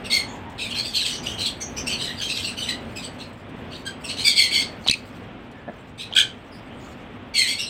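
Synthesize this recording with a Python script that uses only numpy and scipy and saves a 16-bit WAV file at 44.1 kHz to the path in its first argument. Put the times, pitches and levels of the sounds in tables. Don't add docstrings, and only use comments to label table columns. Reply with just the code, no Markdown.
import sys
import numpy as np
from scipy import signal
from scipy.fft import rfft, irfft, next_fast_len
from scipy.io import wavfile
from scipy.ndimage import uniform_filter1d, map_coordinates

SR = 44100
rng = np.random.default_rng(int(sys.argv[2]) if len(sys.argv) > 2 else 0)


def int16_out(signal):
    q = np.round(np.clip(np.atleast_2d(signal).T, -1, 1) * 32767)
    wavfile.write(sys.argv[1], SR, q.astype(np.int16))


def boost_factor(decibels):
    exponent = np.asarray(decibels, float) / 20
    return 10 ** exponent


N = 339129

# frequency in Hz, level in dB per Hz.
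THROAT_COLOUR = [(1000, -49), (1700, -15.5), (1940, -23.5), (2230, -11.5), (2630, -5), (3230, -3),
                 (3540, -3.5), (4300, -5.5), (4590, -4), (5130, -14), (7170, -20), (8090, -9), (9740, -28),
                 (15600, -32)]


def unit(x):
    return x / np.sqrt(np.mean(x ** 2) + 1e-20)


def along(points, hz):
    f, v = np.transpose(points)
    return np.interp(np.log(hz + 1), np.log(f + 1), v)


def curve(rows):
    return np.interp(np.arange(N) / SR, *np.transpose(rows))


def wobble(rate, size=N):
    knots = rng.standard_normal(size // 30 + 4)
    return map_coordinates(knots, [np.arange(size) * min(rate, 1400) / SR])


def filtered(x, response):
    m = next_fast_len(N + SR // 2)
    return irfft(rfft(x, m) * response(np.fft.rfftfreq(m, 1 / SR)), m)[:N]


def hiss(spectrum, patchy_db=0):
    z = signal.stft(rng.standard_normal(N), nperseg=256)[2]
    patches = uniform_filter1d(rng.standard_normal(z.shape), 4, 0)
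    patches = uniform_filter1d(patches, 10, 1)
    white = signal.istft(z * boost_factor(patchy_db * unit(patches)), nperseg=256)[1][:N]
    return unit(filtered(white, lambda hz: boost_factor(along(spectrum, hz))))


def add(track, s, sound):
    part = track[round(s * SR):][:len(sound)]
    part += sound[:len(part)]


def fan():
    # time in seconds, level in dB.
    drone = [(0.0, -36.5), (4.11, -37.5), (6.0, -41.5), (7.05, -39), (7.69, -42)]
    # frequency in Hz, level in dB per Hz.
    air = [(12, -58), (22, -19), (50, -9.5), (110, -6.5), (200, -7), (240, -1.5), (307, -9), (600, -12),
           (1000, -16.5), (1600, -19.5), (2400, -21), (3400, -25.5), (4500, -41.5), (6500, -51),
           (15600, -70)]
    # start in seconds, length in seconds, change in dB.
    duck = (4.9, .05, -13)
    t = np.arange(N) / SR
    hums = 0
    for hz, db, rate in [(99.1, -8, 30), (242.2, -11.5, 20)]:
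        level = boost_factor(db + 2.5 * wobble(14))
        hums = hums + level * np.sin(2 * np.pi * hz * t + 2.18 * wobble(rate))
    start, length, duck_db = duck
    from_middle = (t - start - length / 2) / (length / 2)
    dip = duck_db * np.clip(1 - from_middle ** 4, 0, 1)
    return boost_factor(curve(drone) + 1.25 * wobble(5) + dip) * unit(hiss(air) + hums)


def feathers():
    # time in seconds, level in dB.
    rustle = [(0, -65), (.5, -64), (1.7, -59.5), (2.9, -61.5), (3.45, -66), (3.95, -65), (4.7, -62),
              (4.83, -59.5), (5.2, -61.5), (5.3, -72), (6.4, -67.5), (6.55, -64), (6.7, -71), (6.82, -56.5),
              (6.93, -63), (7.05, -70.5), (7.69, -77)]
    # frequency in Hz, level in dB per Hz.
    feather = [(2500, -39), (4200, -3.5), (6600, -14), (8200, -7.5), (10500, -25.5), (13500, -18.5),
               (15800, -20)]
    # time in seconds, peak in dB.
    ticks = [(0.4978, -55), (3.3294, -59), (3.4925, -58), (5.5144, -56)]
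    gain = boost_factor(curve(rustle) + 3 * wobble(27) + 2 * wobble(300))
    for s, db in ticks:
        t = np.arange(SR // 10) / SR
        add(gain, s, boost_factor(db + 1 - 60 * t / 0.064))
    return gain * hiss(feather, patchy_db=4)


def voices():
    # start in seconds, length in seconds, half pitch from Hz, to Hz, level in dB.
    full = [(2.67, .1, 1018, 1000, -31), (4.24, .105, 1210, 1098, -19.5), (4.355, .14, 1146, 1059, -20),
            (4.505, .115, 1143, 1088, -24), (7.462, .108, 1110, 1126, -25.5)]
    deep = [(6.15, 0.0844, 813, 787, -20)]
    shut = [(0.745, .076, 1032, 1085, -29), (0.826, 0.1006, 1213, 1135, -34), (0.93, .12, 1122, 954, -26.5),
            (1.376, .075, 1036, 1023, -28), (1.98, 0.1794, 997, 996, -32), (2.168, .04, 1190, 1175, -34.5),
            (4.165, .08, 987, 1068, -30.5)]
    doubled = [(0.692, .065, 1120, 1063, -36.5), (1.049, 0.15, 1042, 1014, -30.5),
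               (1.449, 0.076, 1140, 1170, -30), (2.35, .08, 1156, 1067, -34),
               (4.62, 0.054, 1370, 1373, -41)]
    thin = [(1.225, .032, 1185, 1224, -40), (1.6, 0.056, 1120, 1110, -41), (1.761, .07, 1240, 1222, -39),
            (1.863, 0.031, 1357, 1385, -31), (2.953, .065, 1310, 1220, -40),
            (4.035, .045, 1417, 1308, -38.5)]
    high = [(0.039, 0.052, 1450, 1330, -37.5), (1.257, 0.11, 1386, 1675, -35),
            (2.208, .07, 1544, 1610, -31), (2.563, 0.1076, 1495, 1515, -35.5),
            (7.578, 0.114, 1345, 1430, -33.5)]
    raw = [(0.579, .11, 1327, 1228, -37), (1.884, 0.0887, 1543, 1484, -32), (2.28, .07, 1317, 1350, -34),
           (2.43, 0.12, 1408, 1400, -35), (4.081, .075, 1380, 1473, -38)]
    bright = [(0.099, .15, 1093, 1094, -23), (7.338, .126, 1169, 1002, -23.5)]
    clear = [(3.85, .08, 799.5, 804.5, -35)]
    faint = [(3.022, 0.075, 1540, 1560, -40), (3.182, .085, 1385, 1393, -45),
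             (3.702, 0.13, 1493, 1494, -45.5), (5.977, 0.099, 1200, 1350, -39)]
    return full, deep, shut, doubled, thin, high, raw, bright, clear, faint


def shape(t, start, length, attack):
    onset_db, release_db = -9.5, -22
    enter_db, leave_db, enter_share = -9.5, -6, 0.38
    join_s = 0.012
    s, n = np.transpose([row[:2] for voice in voices() for row in voice])

    def touch(gap):
        return np.clip(1 - np.abs(gap).min() / join_s, 0, 1)

    enter, leave = touch(s + n - start), touch(s - start - length)
    attack = min(attack * (1 - enter * (1 - enter_share)), 0.87 * length)
    rise = np.clip(1 - (t - start) / attack, 0, 1) * (onset_db + enter * (enter_db - onset_db))
    fall = np.clip((t - start - attack) / (length - attack), 0, 1) ** 1.51
    return rise + fall * (release_db + leave * (leave_db - release_db))


def membrane(phase, levels, jitter_hz):
    n = len(phase)
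    fuzz = 0.3 + jitter_hz / 28
    voice = 0
    for k, db in levels.items():
        rate = 150 + 2.2 * k * jitter_hz
        smear = fuzz * (wobble(rate, size=n) + 1j * wobble(rate, size=n))
        line = ((1 + smear) * np.exp(1j * k * phase)).real
        voice = voice + boost_factor(db + 6.5) * line / np.sqrt(1 + 2 * fuzz ** 2)
    return voice


def squawks():
    # 2nd, 3rd, 4th multiple, upper voice, all in dB against the level.
    multiples = [(-4, -6, -1, -7), (-7.5, -9, -1, -12), (-53, -7.5, 0, -11), (-17, -2, -11, -9),
                 (-1, -33, -2, 3), (1.5, -31, -8, -4.5), (1, 0.5, -9, -11.5), (-4.5, -9, 0, -6),
                 (-4, -24, -2, -6), (-4, 0, -16, -13)]
    jitter = [27, 30, 36, 52, 32, 30, 46, 22, 9, 58]
    # rasp in dB against the voice, attack in seconds, trill depth in dB.
    hoarse = [(-5, 0.052, 0), (-2, .04, 5.5), (0, 0.052, -1.5), (2.5, 0.036, 0.5), (-10, 0.015, -1.5),
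              (-3.5, 0.023, 0), (0, 0.042, -0.5), (-6, 0.047, -0.5), (-7, 0.019, .8), (1, 0.033, -1.5)]
    # time in seconds, extra level in dB.
    throbs = [(7.395, 3.5), (7.421, 3)]
    trill_hz, trill_lag_s = 88, 0.004
    catch_s, catch_db = 0.018, -6
    fade = 0.012
    out, breath = np.zeros(N), hiss(THROAT_COLOUR, patchy_db=6)
    notes = [(*row, mix, jitter_hz, *rough)
             for rows, mix, jitter_hz, rough in zip(voices(), multiples, jitter, hoarse)
             for row in rows]
    for s, length, from_hz, to_hz, level_db, mix, jitter_hz, rasp_db, attack, trill_db in notes:
        span = np.arange(round(s * SR), min(round((s + length + fade) * SR), N))
        t, n = span / SR, len(span)
        sink_db = shape(t, s, length, attack)

        pitch = from_hz + (to_hz - from_hz) * (np.abs(t - s) / length) ** 0.75
        pitch = pitch * (1 + 0.0015 * sink_db)
        phase = 2 * np.pi * np.cumsum(pitch + 0.345 * jitter_hz * wobble(201.2, size=n)) / SR

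        second, third, fourth, upper = [level_db + db + sink_db * (1 + 0.094 * (k - 1))
                                        for k, db in enumerate(mix)]
        brighten_db = 0.1 * (level_db + 27)
        fourth, upper = fourth + brighten_db, upper + brighten_db
        doubling = np.clip(third - np.maximum(second, fourth), -18, 0)
        levels = {2: second, 3: third, 4: fourth}
        for k in range(5, 14):
            lift = np.minimum(along(THROAT_COLOUR, k * pitch) - along(THROAT_COLOUR, 8440), 1.5)
            levels[k] = upper - 5 + lift + doubling * (k % 2)
        voice = membrane(phase, levels, jitter_hz)

        effort = np.sqrt(boost_factor(2 * second) + boost_factor(2 * third) + boost_factor(2 * fourth) + 6 * boost_factor(2 * upper))
        trill = trill_db * np.cos(2 * np.pi * trill_hz * (t - s - trill_lag_s))
        flutter = boost_factor(wobble(133, size=n) + trill)
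        catch = boost_factor(catch_db * np.clip(1 - (t - s) / catch_s, 0, 1))
        to_edge = np.minimum(t - t[0], (t[-1] - t) / 2)
        edges = np.sin(np.pi / 2 * np.clip(to_edge / fade, 0, 1)) ** 0.38
        out[span] += edges * flutter * (catch * voice + effort * boost_factor(rasp_db) * breath[span])
    throb_db = np.zeros(N)
    for s, db in throbs:
        add(throb_db, s - 0.005, db * np.hanning(SR // 100))
    return out * boost_factor(throb_db)


def peeps():
    # start in
    # seconds, length in seconds, pitch in Hz, level in dB, octave in dB.
    peep_notes = [(0.191, 0.56, 879, -42.5, -10.5), (0.266, 0.095, 3460, -49.5, 1),
                  (1.1, .12, 3020, -56.5, 17.5), (1.255, 0.032, 4640, -40, -12), (1.3, 0.09, 3150, -73, 9),
                  (1.604, 0.072, 3060, -55, 22), (1.764, 0.061, 2900, -45, 10),
                  (2.05, 0.083, 1944, -39.5, -20), (2.5, 0.063, 1550, -43.5, -20),
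                  (4.08, 0.047, 4050, -31, -9), (4.838, 0.03, 4400, -40, -17),
                  (5.529, 0.15, 1700, -53, -25), (5.98, .04, 3100, -58, 8), (6.515, 0.059, 4840, -51, -14),
                  (6.7, 0.041, 3000, -49, -29), (6.79, .11, 3500, -64, 3), (6.852, 0.092, 1300, -53, -23),
                  (7.59, 0.07, 5440, -28.5, -19), (7.663, 0.038, 4170, -32.5, -8)]
    out = np.zeros(N)
    for s, length, hz, db, octave_db in peep_notes:
        u = np.arange(round(length * SR)) / (length * SR)
        wander_hz = 61 + 0.033 * hz
        phase = 2 * np.pi * np.cumsum(hz + wander_hz * wobble(450, size=len(u))) / SR
        swell = np.sin(np.pi * u ** 0.5) * boost_factor(db + 3.5 * wobble(78.5, size=len(u)))
        add(out, s, swell * (np.sin(phase) + boost_factor(octave_db) * np.sin(2 * phase)))
    return out


def croak():
    # start in seconds, length in seconds, pitch in Hz, level in dB, overtones in dB.
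    rich = [(4.863, 0.0063, 725, -23.5, -2), (4.871, 0.0027, 910, -20.5, 1), (4.876, .007, 1940, -31, 14),
            (4.884, 0.0021, 1470, -25.5, 10.5), (4.897, .005, 1745, -25.5, 15.5),
            (4.911, .008, 2023, -20, 8.5), (4.937, 0.0073, 1990, -32.5, 10)]
    # start in seconds, length in seconds, pitch in Hz, level in dB.
    pips = [(4.884, 0.0061, 3800, -7), (4.886, 0.0069, 3020, -9.5), (4.9, .01, 2430, -16.5),
            (4.915, 0.0086, 2510, -20.5), (4.926, 0.014, 2460, -18.5), (4.938, 0.011, 2400, -17.5),
            (6.126, 0.0047, 3120, -22), (6.137, 0.0031, 3260, -16.5), (6.1667, 0.0061, 3040, -4.5),
            (6.179, 0.012, 3200, -7), (6.201, 0.012, 3190, -7.5), (6.213, 0.0072, 2940, -6.5)]
    # start and length in seconds, pitch in Hz, level and overtones in dB, rise as a share.
    gulp = (6.111, .025, 630, -38, -8, .94)
    out = np.zeros(N)
    slips = [(*row, 0.183) for row in rich] + [(*row, -19, 0.114) for row in pips] + [gulp]
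    for s, length, hz, db, over_db, rise in slips:
        u = np.arange(round(1.6 * length * SR)) / (length * SR)
        phase = 2 * np.pi * np.cumsum(hz * (1 + rise * u + 0.058 * wobble(910, size=len(u)))) / SR
        over = sum(boost_factor(along(THROAT_COLOUR, k * hz) * 0.8 - 3 * (k - 2)) * np.sin(k * phase)
                   for k in range(2, 10) if k * hz < 15000)
        quick = np.exp(-0.7 * u)
        swell = boost_factor(db) * np.sin(np.pi * (u / 1.16) ** 0.41) ** 2
        add(out, s, swell * (np.sin(phase) + boost_factor(over_db + 7.5) * quick * over))
    for s, db in [(4.897, -9), (4.912, -16.5)]:
        t = np.arange(SR // 50) / SR
        add(out, s, boost_factor(db) * np.sin(2 * np.pi * 190 * t) * np.exp(-t / 0.0012))
    return out


def knock():
    # time in seconds, level in dB.
    blows = [
        (5.679, -10),
        (5.686, -8),
        (5.696, -9),
    ]
    # frequency in Hz, width in Hz, level in dB.
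    wood = [(209, 15, 2), (647, 60, -1.5), (1746, 27, -1.5), (2270, 63, -30)]
    blow = np.zeros(N)
    for s, db in blows:
        add(blow, s, boost_factor(db) * np.hanning(30) * 2)

    def board(f):
        return sum((-1) ** k * boost_factor(db) * 1j * f * width / (hz * hz - f * f + 1j * f * width)
                   for k, (hz, width, db) in enumerate(wood))

    return filtered(blow, board)


def room(x):
    # frequency in Hz, time to fall 60 dB in seconds.
    walls = [(500, 0.14), (3000, 0.27), (8000, 0.21), (15000, 0.12)]
    hz, t, z = signal.stft(rng.standard_normal((2, SR // 2)), SR, nperseg=256)
    decay = boost_factor(-60 * t / along(walls, hz)[:, None])
    tails = signal.istft(z * decay, SR, nperseg=256)[1]
    tails = tails / np.linalg.norm(tails[0])
    turn = np.sin(2 * np.pi * 3.1 * np.arange(N) / SR) ** 2
    wet = signal.fftconvolve([x * turn, x * (1 - turn)], tails, axes=1).sum(0)
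    return np.pad(wet, (200, 0))[:N]


def scene():
    near, slips, peep_mix = squawks() + knock(), croak(), peeps()
    echo = room(boost_factor(-6) * near + boost_factor(-15) * slips + boost_factor(0.5) * peep_mix)
    return (near + slips + peep_mix + echo + feathers() + fan())[None]


def roll_off(x):
    return signal.sosfilt(signal.butter(12, 15790, fs=SR, output="sos"), x)


def record(dry):
    ceiling, knee = 0.82, 6
    mix = dry / (1 + np.abs(dry / ceiling) ** knee) ** (1 / knee)
    return roll_off(mix)


dry = scene()
out = record(dry)
int16_out(out)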